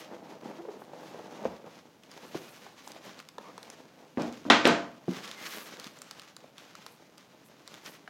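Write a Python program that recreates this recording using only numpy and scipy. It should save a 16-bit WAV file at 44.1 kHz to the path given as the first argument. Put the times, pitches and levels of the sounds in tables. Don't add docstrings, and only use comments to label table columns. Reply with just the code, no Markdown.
import sys
import numpy as np
from scipy import signal
from scipy.fft import rfft, irfft, next_fast_len
from scipy.io import wavfile
from scipy.ndimage import map_coordinates

SR = 44100
rng = np.random.default_rng(int(sys.argv[2]) if len(sys.argv) > 2 else 0)


def unload_wav(signal):
    wavfile.write(
        sys.argv[1],
        SR,
        np.round(np.clip(np.atleast_2d(signal).T, -1, 1) * 32767).astype(np.int16),
    )


N = 356830

# start_s, level_db, hardness_hz, boom_db, room_db, edge_click_db
LID_LANDINGS = [(4.1728, -29.5, 963, 6, -3.5, -31.5), (4.181, -31.5, 451, 4.5, -5, -32.5),
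                (4.196, -32, 554, -4.5, 9, -20), (4.231, -36, 800, 5.5, 6, -13.5),
                (4.4522, -40, 900, 1.5, -1.5, -29.5), (4.463, -37, 400, 13.5, -1, -36),
                (4.484, -38.5, 500, 8, -1.5, -34.5), (4.5005, -15, 5930, -12, -2.5, -11.5),
                (4.504, -17, 5000, -1.5, -1.5, -19.5), (4.645, -28, 1480, -11, 9, -10),
                (4.6539, -18, 2790, -7, -3.5, -4.5), (4.666, -18, 2200, 3.5, 10, -4)]
# pitch_hz, width_hz, lift_db
LID_RESONANCES = [(169, 20.9, 3.5), (234, 22, 9), (307, 21, 8), (632, 14, 2.5), (489, 22, 5),
                  (568, 20, 5.5), (682, 12, 9.5), (1000, 15, 1.5), (1200, 25, 2), (1247, 30, 1),
                  (1545, 44, 5.5), (1912, 33, 4), (2060, 31, -2), (2170, 19, 2.5), (2460, 20, 7),
                  (3040, 30, 2.5)]
# start_s, length_s, level_db
RUB_STROKES = [(0, 0.01, -46.5), (.06, 0.19, -49), (.27, 0.024, -46), (.425, 0.063, -42), (.56, 0.32, -54),
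               (.79, 0.59, -49.5), (1.39, 0.11, -43.5), (1.645, 0.017, -47), (2.1, 0.35, -57.5),
               (2.87, .08, -53.5), (3.045, 0.022, -49.5), (3.39, 0.14, -56.5), (3.65, 0.0085, -49),
               (3.76, 0.27, -58.5), (4.85, .07, -56), (5.1, 0.04, -45)]
# start_s, length_s, level_db, start_pitch_hz, end_pitch_hz, jitter_share
LID_SQUEAKS = [(0.583, 0.031, -37.5, 312, 380, 0.05), (.649, 0.0089, -40, 440, 453, 0.1),
               (0.68, 0.0193, -36.5, 370, 463, 0.13), (0.738, 0.009, -47, 445, 450, 0.05),
               (3.429, 0.078, -54.5, 1062, 1110, .13), (5.356, 0.11, -54, 2100, 2060, 0.02)]
# start_s, level_db, pitch_hz
WALL_KNOCKS = [(0.456, -42, 257), (.819, -44, 820), (.934, -39, 550), (1.145, -41, 540), (1.437, -38, 605),
               (1.453, -23, 520), (1.457, -42, 905), (2.346, -38.5, 740), (2.3518, -30.5, 355),
               (2.665, -44.5, 840), (2.874, -43, 880), (2.903, -48, 596), (2.963, -46, 655),
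               (3.382, -38.5, 970), (3.386, -42, 455), (3.579, -42, 1000), (5.081, -28.5, 352),
               (5.865, -44.5, 220), (6.442, -46.5, 593), (6.752, -48.5, 1320), (6.864, -47, 1026),
               (8.077, -42, 1610)]
# pitch_ratio, level_db, ring_time_ratio
WALL_TONES = [(0.452, -17, 2.87), (0.999, 8, 0.47), (1.25, -2.5, 0.42), (1.8, -16.5, 1.34)]
# start_s, level_db, pitch_hz, ring_s
BOX_BUMPS = [(.47, -37, 205, .15), (1.46, -50, 75, .3), (1.455, -34, 185, .18), (2.352, -35, 320, .06),
             (2.352, -38, 175, .14), (5.081, -19.5, 181, .16), (5.081, -26, 256, .19),
             (5.081, -31, 335, .2)]
# start_s, length_s, level_db
TISSUE_RUSTLES = [(0, 0.0067, -48), (1.0, 0.37, -60), (1.68, .11, -60), (2.1, 0.59, -57),
                  (2.325, 0.049, -49), (2.76, 0.045, -57.5), (2.86, 0.1, -55.5), (3.03, 0.058, -52),
                  (3.17, 0.027, -56), (3.38, 0.434, -61), (4.18, 0.097, -54), (4.3, 0.19, -60),
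                  (5.08, .79, -51), (5.14, 0.12, -52.5), (5.4, 0.18, -49), (5.9, .38, -60.5),
                  (6.1, 0.11, -60.5), (6.36, 0.093, -66.5), (6.58, 0.041, -54), (6.66, 0.36, -64.5),
                  (6.755, 0.02, -56.5), (7.15, 0.071, -63.5), (7.39, 0.42, -68), (7.675, 0.093, -54.5),
                  (7.83, 0.046, -50.5), (7.9, 0.056, -59.5)]
# start_s, level_db, pitch_hz
CREASE_SNAPS = [(2.0352, -52, 2480), (2.115, -49.5, 4800), (2.8765, -44.5, 5500), (2.9183, -45.5, 4660),
                (3.1913, -46.5, 4160), (3.2013, -43.5, 1640), (3.288, -45, 4530), (3.383, -47, 3160),
                (3.579, -48.5, 4900), (3.6296, -46, 4700), (3.7012, -43.5, 5700), (4.2205, -42.5, 5060),
                (4.3257, -50.5, 5200), (4.675, -33.5, 7100), (5.2769, -45, 4300), (5.3138, -38.5, 3670),
                (5.7983, -41, 5300), (5.8428, -42.5, 4480), (5.869, -46.5, 4100), (5.9883, -52, 6900),
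                (6.0184, -41.5, 6300), (6.111, -39.5, 5150), (6.1962, -43.5, 3440), (6.218, -50, 4090),
                (6.3657, -44, 4800), (6.5815, -45.5, 3800), (6.753, -47, 3700), (6.8644, -43.5, 4120),
                (7.1801, -50.5, 4490), (7.6768, -43, 4540), (7.7415, -45.5, 4400), (7.8615, -42, 5000)]
# start_s, length_s, level_db
SLEEVE_SLIDES = [(-.04, 0.067, -58), (0.754, 0.13, -68), (0.947, 0.22, -70), (2.048, 0.77, -64.5),
                 (2.814, 0.13, -63), (3.017, 0.085, -66), (3.57, .14, -72), (5.334, 0.42, -53.5),
                 (5.6, .12, -61.5), (5.748, 0.43, -71), (6.802, .22, -68), (7.432, 0.075, -64),
                 (7.802, 0.19, -60)]
# pitch_hz, fade_s
ECHO_TIMES = [(100, 0.6), (300, 0.44), (1000, 0.45), (3500, 0.36), (7000, 0.41), (14000, 0.096)]

# pitch_hz, level_db
SLAP_COLOUR = [(40, -37.5), (85, -24), (155, -11.5), (260, -3), (400, -4.5), (650, -4), (1200, -6),
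               (2100, -8.5), (3500, -9.5), (7000, -22), (10000, -36), (16000, -48)]
RUB_COLOUR = [(35, -56.5), (60, -25), (86, -32), (116, -17.5), (168, -3.5), (216, -2), (304, -3.5),
              (623, -3.5), (706, -6), (865, -6), (1160, -14.5), (2500, -28), (3250, -44), (5500, -120)]
PAPER_COLOUR = [(500, -27.5), (1100, 3.5), (2100, 1.5), (3300, 0), (4500, -2.5), (6500, -5), (8500, -17),
                (16000, -21)]
HISS_COLOUR = [(4000, -37.5), (7500, 6), (9500, 5), (13000, 5.5), (16000, -10)]
SHEEN_COLOUR = [(8000, -30.5), (11000, -4), (13500, -2.5), (16000, -6.5)]
AIR_COLOUR = [(18, -64.5), (30, -43), (70, -14.5), (161, 2.5), (227, -3.5), (273, 3), (374, -11), (499, -6),
              (1010, -17.5), (1430, -21), (4650, -26), (6550, -26), (8520, -29.5), (14800, -28.5),
              (16000, -32)]

GRIP_RUB_DB, GRIP_PAPER_DB = -63, -66
TOP_HZ = 16000


def dropped_lid():
    def panel_db(hz):
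        peaks = sum(lift / (1 + (2 * (hz - pitch) / width) ** 2) for pitch, width, lift in LID_RESONANCES)
        return along(SLAP_COLOUR, hz) + peaks

    out = np.zeros(N)
    for start_s, level_db, hardness_hz, boom_db, room_db, edge_click_db in LID_LANDINGS:
        echo = room_echo()
        t = np.arange(len(echo)) / SR
        crack = burst(fading_noise(t, 0.014), 1 / SR)
        hit = amp(-4.5) * crack + amp(room_db) * echo
        softness = lambda hz: np.hypot(1 / (1 + (hz / hardness_hz) ** 2), amp(edge_click_db - 1))
        panels = lambda hz: amp(panel_db(hz) + boom_db / (1 + (hz / 600) ** 2))
        slap = coloured(hit, lambda hz: softness(hz) * panels(hz))
        add(out, start_s, amp(level_db) * burst(slap, 0.034))
    return out


def box_booms():
    out, t = np.zeros(N), np.arange(SR // 3) / SR
    for start_s, level_db, pitch_hz, ring_s in BOX_BUMPS:
        loudness = amp(level_db - 60 * t / ring_s) * (1 - np.exp(-t * pitch_hz))
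        swing = loudness * np.sin(2 * np.pi * pitch_hz * t)
        add(out, start_s, low_cut(swing, edge_hz=pitch_hz * 0.75))
    return in_room(out, echo_db=-17)


def wall_knocks():
    out, t = np.zeros(N), np.arange(SR // 4) / SR
    for start_s, level_db, pitch_hz in WALL_KNOCKS:
        base_ring_s = 15.6 / pitch_hz
        ring = np.zeros(len(t))
        for pitch_ratio, tone_db, time_ratio in WALL_TONES:
            loudness = amp(tone_db + rng.normal(0, 1.4) - 60 * t / (base_ring_s * time_ratio))
            ring += loudness * np.sin(2 * np.pi * pitch_hz * pitch_ratio * t)
        ring *= 1 - np.exp(-t / 0.0021)
        scuff = coloured(fading_noise(t, 0.035), lambda hz: 1 / (1 + (hz / (2.7 * pitch_hz)) ** 3))
        knock = burst(ring, 0.0064) + amp(-11.5) * burst(scuff, 0.0054)
        add(out, start_s, amp(level_db) * in_room(knock, echo_db=-10))
    return low_cut(out, edge_hz=114)


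def lid_squeaks():
    out = np.zeros(N)
    for start_s, length_s, level_db, start_hz, end_hz, jitter in LID_SQUEAKS:
        progress = np.linspace(0, 1, int(length_s * SR))
        glide_hz = start_hz + (end_hz - start_hz) * progress
        pitch_hz = glide_hz * (1 + jitter * wobble(693)[:len(progress)])
        phase = 2 * np.pi * np.cumsum(pitch_hz) / SR
        note = sum(np.sin(k * phase) / k ** 2.36 for k in range(1, 7))
        swell = np.abs(np.sin(np.pi * progress)) ** 0.5
        add(out, start_s, amp(level_db) * unit(note * swell))
    return in_room(low_cut(out, edge_hz=380), echo_db=-9)


def cardboard_rub(rubbing, rustling):
    box_power = power(-51.5) * (rustling / rustling.max()) ** 0.87
    loudness = np.sqrt(rubbing + box_power + power(GRIP_RUB_DB))
    return loudness * friction(RUB_COLOUR, slips_per_s=300, spread_db=2.5, smooth_db=-2, clump_db=1.7)


def tissue_rustle(rubbing, rustling):
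    loudness = np.sqrt(rustling + rubbing * power(-13) + power(GRIP_PAPER_DB))
    sheet = friction(PAPER_COLOUR, slips_per_s=900, spread_db=1.5, smooth_db=3, clump_db=2.34)
    folds = friction(PAPER_COLOUR, slips_per_s=70, spread_db=2.5, smooth_db=-20, clump_db=1)
    return loudness * (sheet + amp(-7.5) * folds)


def crease_snaps():
    out, t = np.zeros(N), np.arange(SR // 5) / SR
    band = lambda hz, centre_hz, narrow: 1 / np.hypot(1, narrow * (hz / centre_hz - centre_hz / (hz + 1)))
    for start_s, level_db, pitch_hz in CREASE_SNAPS:
        tick_gain = lambda hz: band(hz, pitch_hz, 2.1) / np.hypot(1, (hz / 9500) ** 2)
        tick = coloured(fading_noise(t, 0.0088), tick_gain)
        sheet = coloured(fading_noise(t, 0.026), lambda hz: band(hz, 1220, 2.4))
        snap = burst(tick, 0.0036) + amp(-7.5) * burst(sheet, 0.0051)
        add(out, start_s, amp(level_db) * in_room(snap, echo_db=-13.5))
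    return out


def sliding_hiss(rubbing, rustling):
    t = np.arange(N) / SR
    sliding = rustling * power(-21) + rubbing * power(-34)
    for start_s, length_s, level_db in SLEEVE_SLIDES:
        speed = np.abs(np.sin(np.pi * np.clip((t - start_s) / length_s, 0, 1)))
        sliding += (amp(level_db) * speed ** 1.7) ** 2
    loudness = np.sqrt(sliding)
    hiss = friction(HISS_COLOUR, slips_per_s=510, spread_db=6, smooth_db=2.5, clump_db=1.2)
    sheen = friction(SHEEN_COLOUR, slips_per_s=900, spread_db=4.5, smooth_db=8, clump_db=-0.2)
    brightness = (loudness / loudness.max()) ** 0.4
    return loudness * (amp(-2) * hiss + brightness * sheen)


def room_air():
    return amp(-64) * unit(coloured(rng.standard_normal(N), lambda hz: amp(along(AIR_COLOUR, hz))))


def room_echo():
    hz, t, spectrum = signal.stft(rng.standard_normal(SR * 3 // 4), SR, nperseg=256)
    fade = amp(-60 * t / along(ECHO_TIMES, hz)[:, None])
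    echo = signal.istft(spectrum * fade, SR, nperseg=256)[1]
    return echo / np.linalg.norm(echo)


def in_room(x, echo_db):
    delayed = np.pad(x, (SR // 250, 0))
    return x + amp(echo_db) * signal.fftconvolve(delayed, room_echo())[:len(x)]


def friction(colour, slips_per_s, spread_db, smooth_db, clump_db):
    sizes = amp(spread_db * np.minimum(rng.exponential(size=N), 4))
    slips = (rng.random(N) < slips_per_s / SR) * rng.choice([-1, 1], N) * sizes
    smooth = amp(smooth_db) * rng.standard_normal(N)
    force = (unit(slips) + smooth) * amp(clump_db * wobble(45))
    return unit(coloured(force, lambda hz: amp(along(colour, hz))))


def strokes(rows, rise_s, fall_s):
    t = np.arange(N) / SR
    rise = lambda start: np.clip(0.5 + (t - start) / (2 * rise_s), 0, 1)
    fall = lambda end: np.exp(-np.maximum(t - end, 0) / fall_s)
    return sum((amp(db) * rise(start) * fall(start + length)) ** 2 for start, length, db in rows)


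def low_cut(x, edge_hz):
    return signal.sosfilt(signal.butter(3, edge_hz, "highpass", fs=SR, output="sos"), x)


def coloured(x, gain):
    size = 2 * next_fast_len(len(x) // 2 + 4096)
    log_gain = np.log(np.maximum(gain(np.fft.rfftfreq(size, 1 / SR)), 1e-6))
    folded = irfft(log_gain, size)
    folded[1:size // 2] *= 2
    folded[size // 2 + 1:] = 0
    return irfft(rfft(x, size) * np.exp(rfft(folded)), size)[:len(x)]


def fading_noise(t, fade_s):
    return rng.standard_normal(len(t)) * amp(-60 * t / fade_s)


def wobble(rate):
    return map_coordinates(rng.standard_normal(int(N * rate / SR) + 4), [np.arange(N) * rate / SR])


def along(points, hz):
    pitches, values = np.transpose(points)
    return np.interp(np.log(hz + 1), np.log(pitches), values)


def add(track, start_s, x):
    i = max(round(start_s * SR), 0)
    track[i:i + len(x)] += x[:max(N - i, 0)]


def burst(x, span_s):
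    return x * np.sqrt(span_s * SR / (np.sum(x ** 2) + 1e-20))


def unit(x):
    return x / np.sqrt(np.mean(x ** 2) + 1e-20)


def amp(db):
    return 10 ** (np.asarray(db) / 20)


def power(db):
    return amp(db) ** 2


def scene():
    air = room_air()
    hand_pressure = power(1.47 * wobble(14))
    rubbing = strokes(RUB_STROKES, rise_s=0.024, fall_s=0.073) * hand_pressure
    rustling = strokes(TISSUE_RUSTLES, rise_s=0.035, fall_s=0.042)
    handling = cardboard_rub(rubbing, rustling) + tissue_rustle(rubbing, rustling)
    handling = in_room(handling + sliding_hiss(rubbing, rustling), echo_db=-12.5)
    hits = dropped_lid() + wall_knocks() + box_booms()
    return (hits + handling + lid_squeaks() + crease_snaps() + air)[None]


def record(dry):
    size = next_fast_len(N + SR // 2)
    kept = np.fft.rfftfreq(size, 1 / SR) < TOP_HZ
    return irfft(rfft(dry, size) * kept, size)[..., :N]


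dry = scene()
out = record(dry)
unload_wav(out)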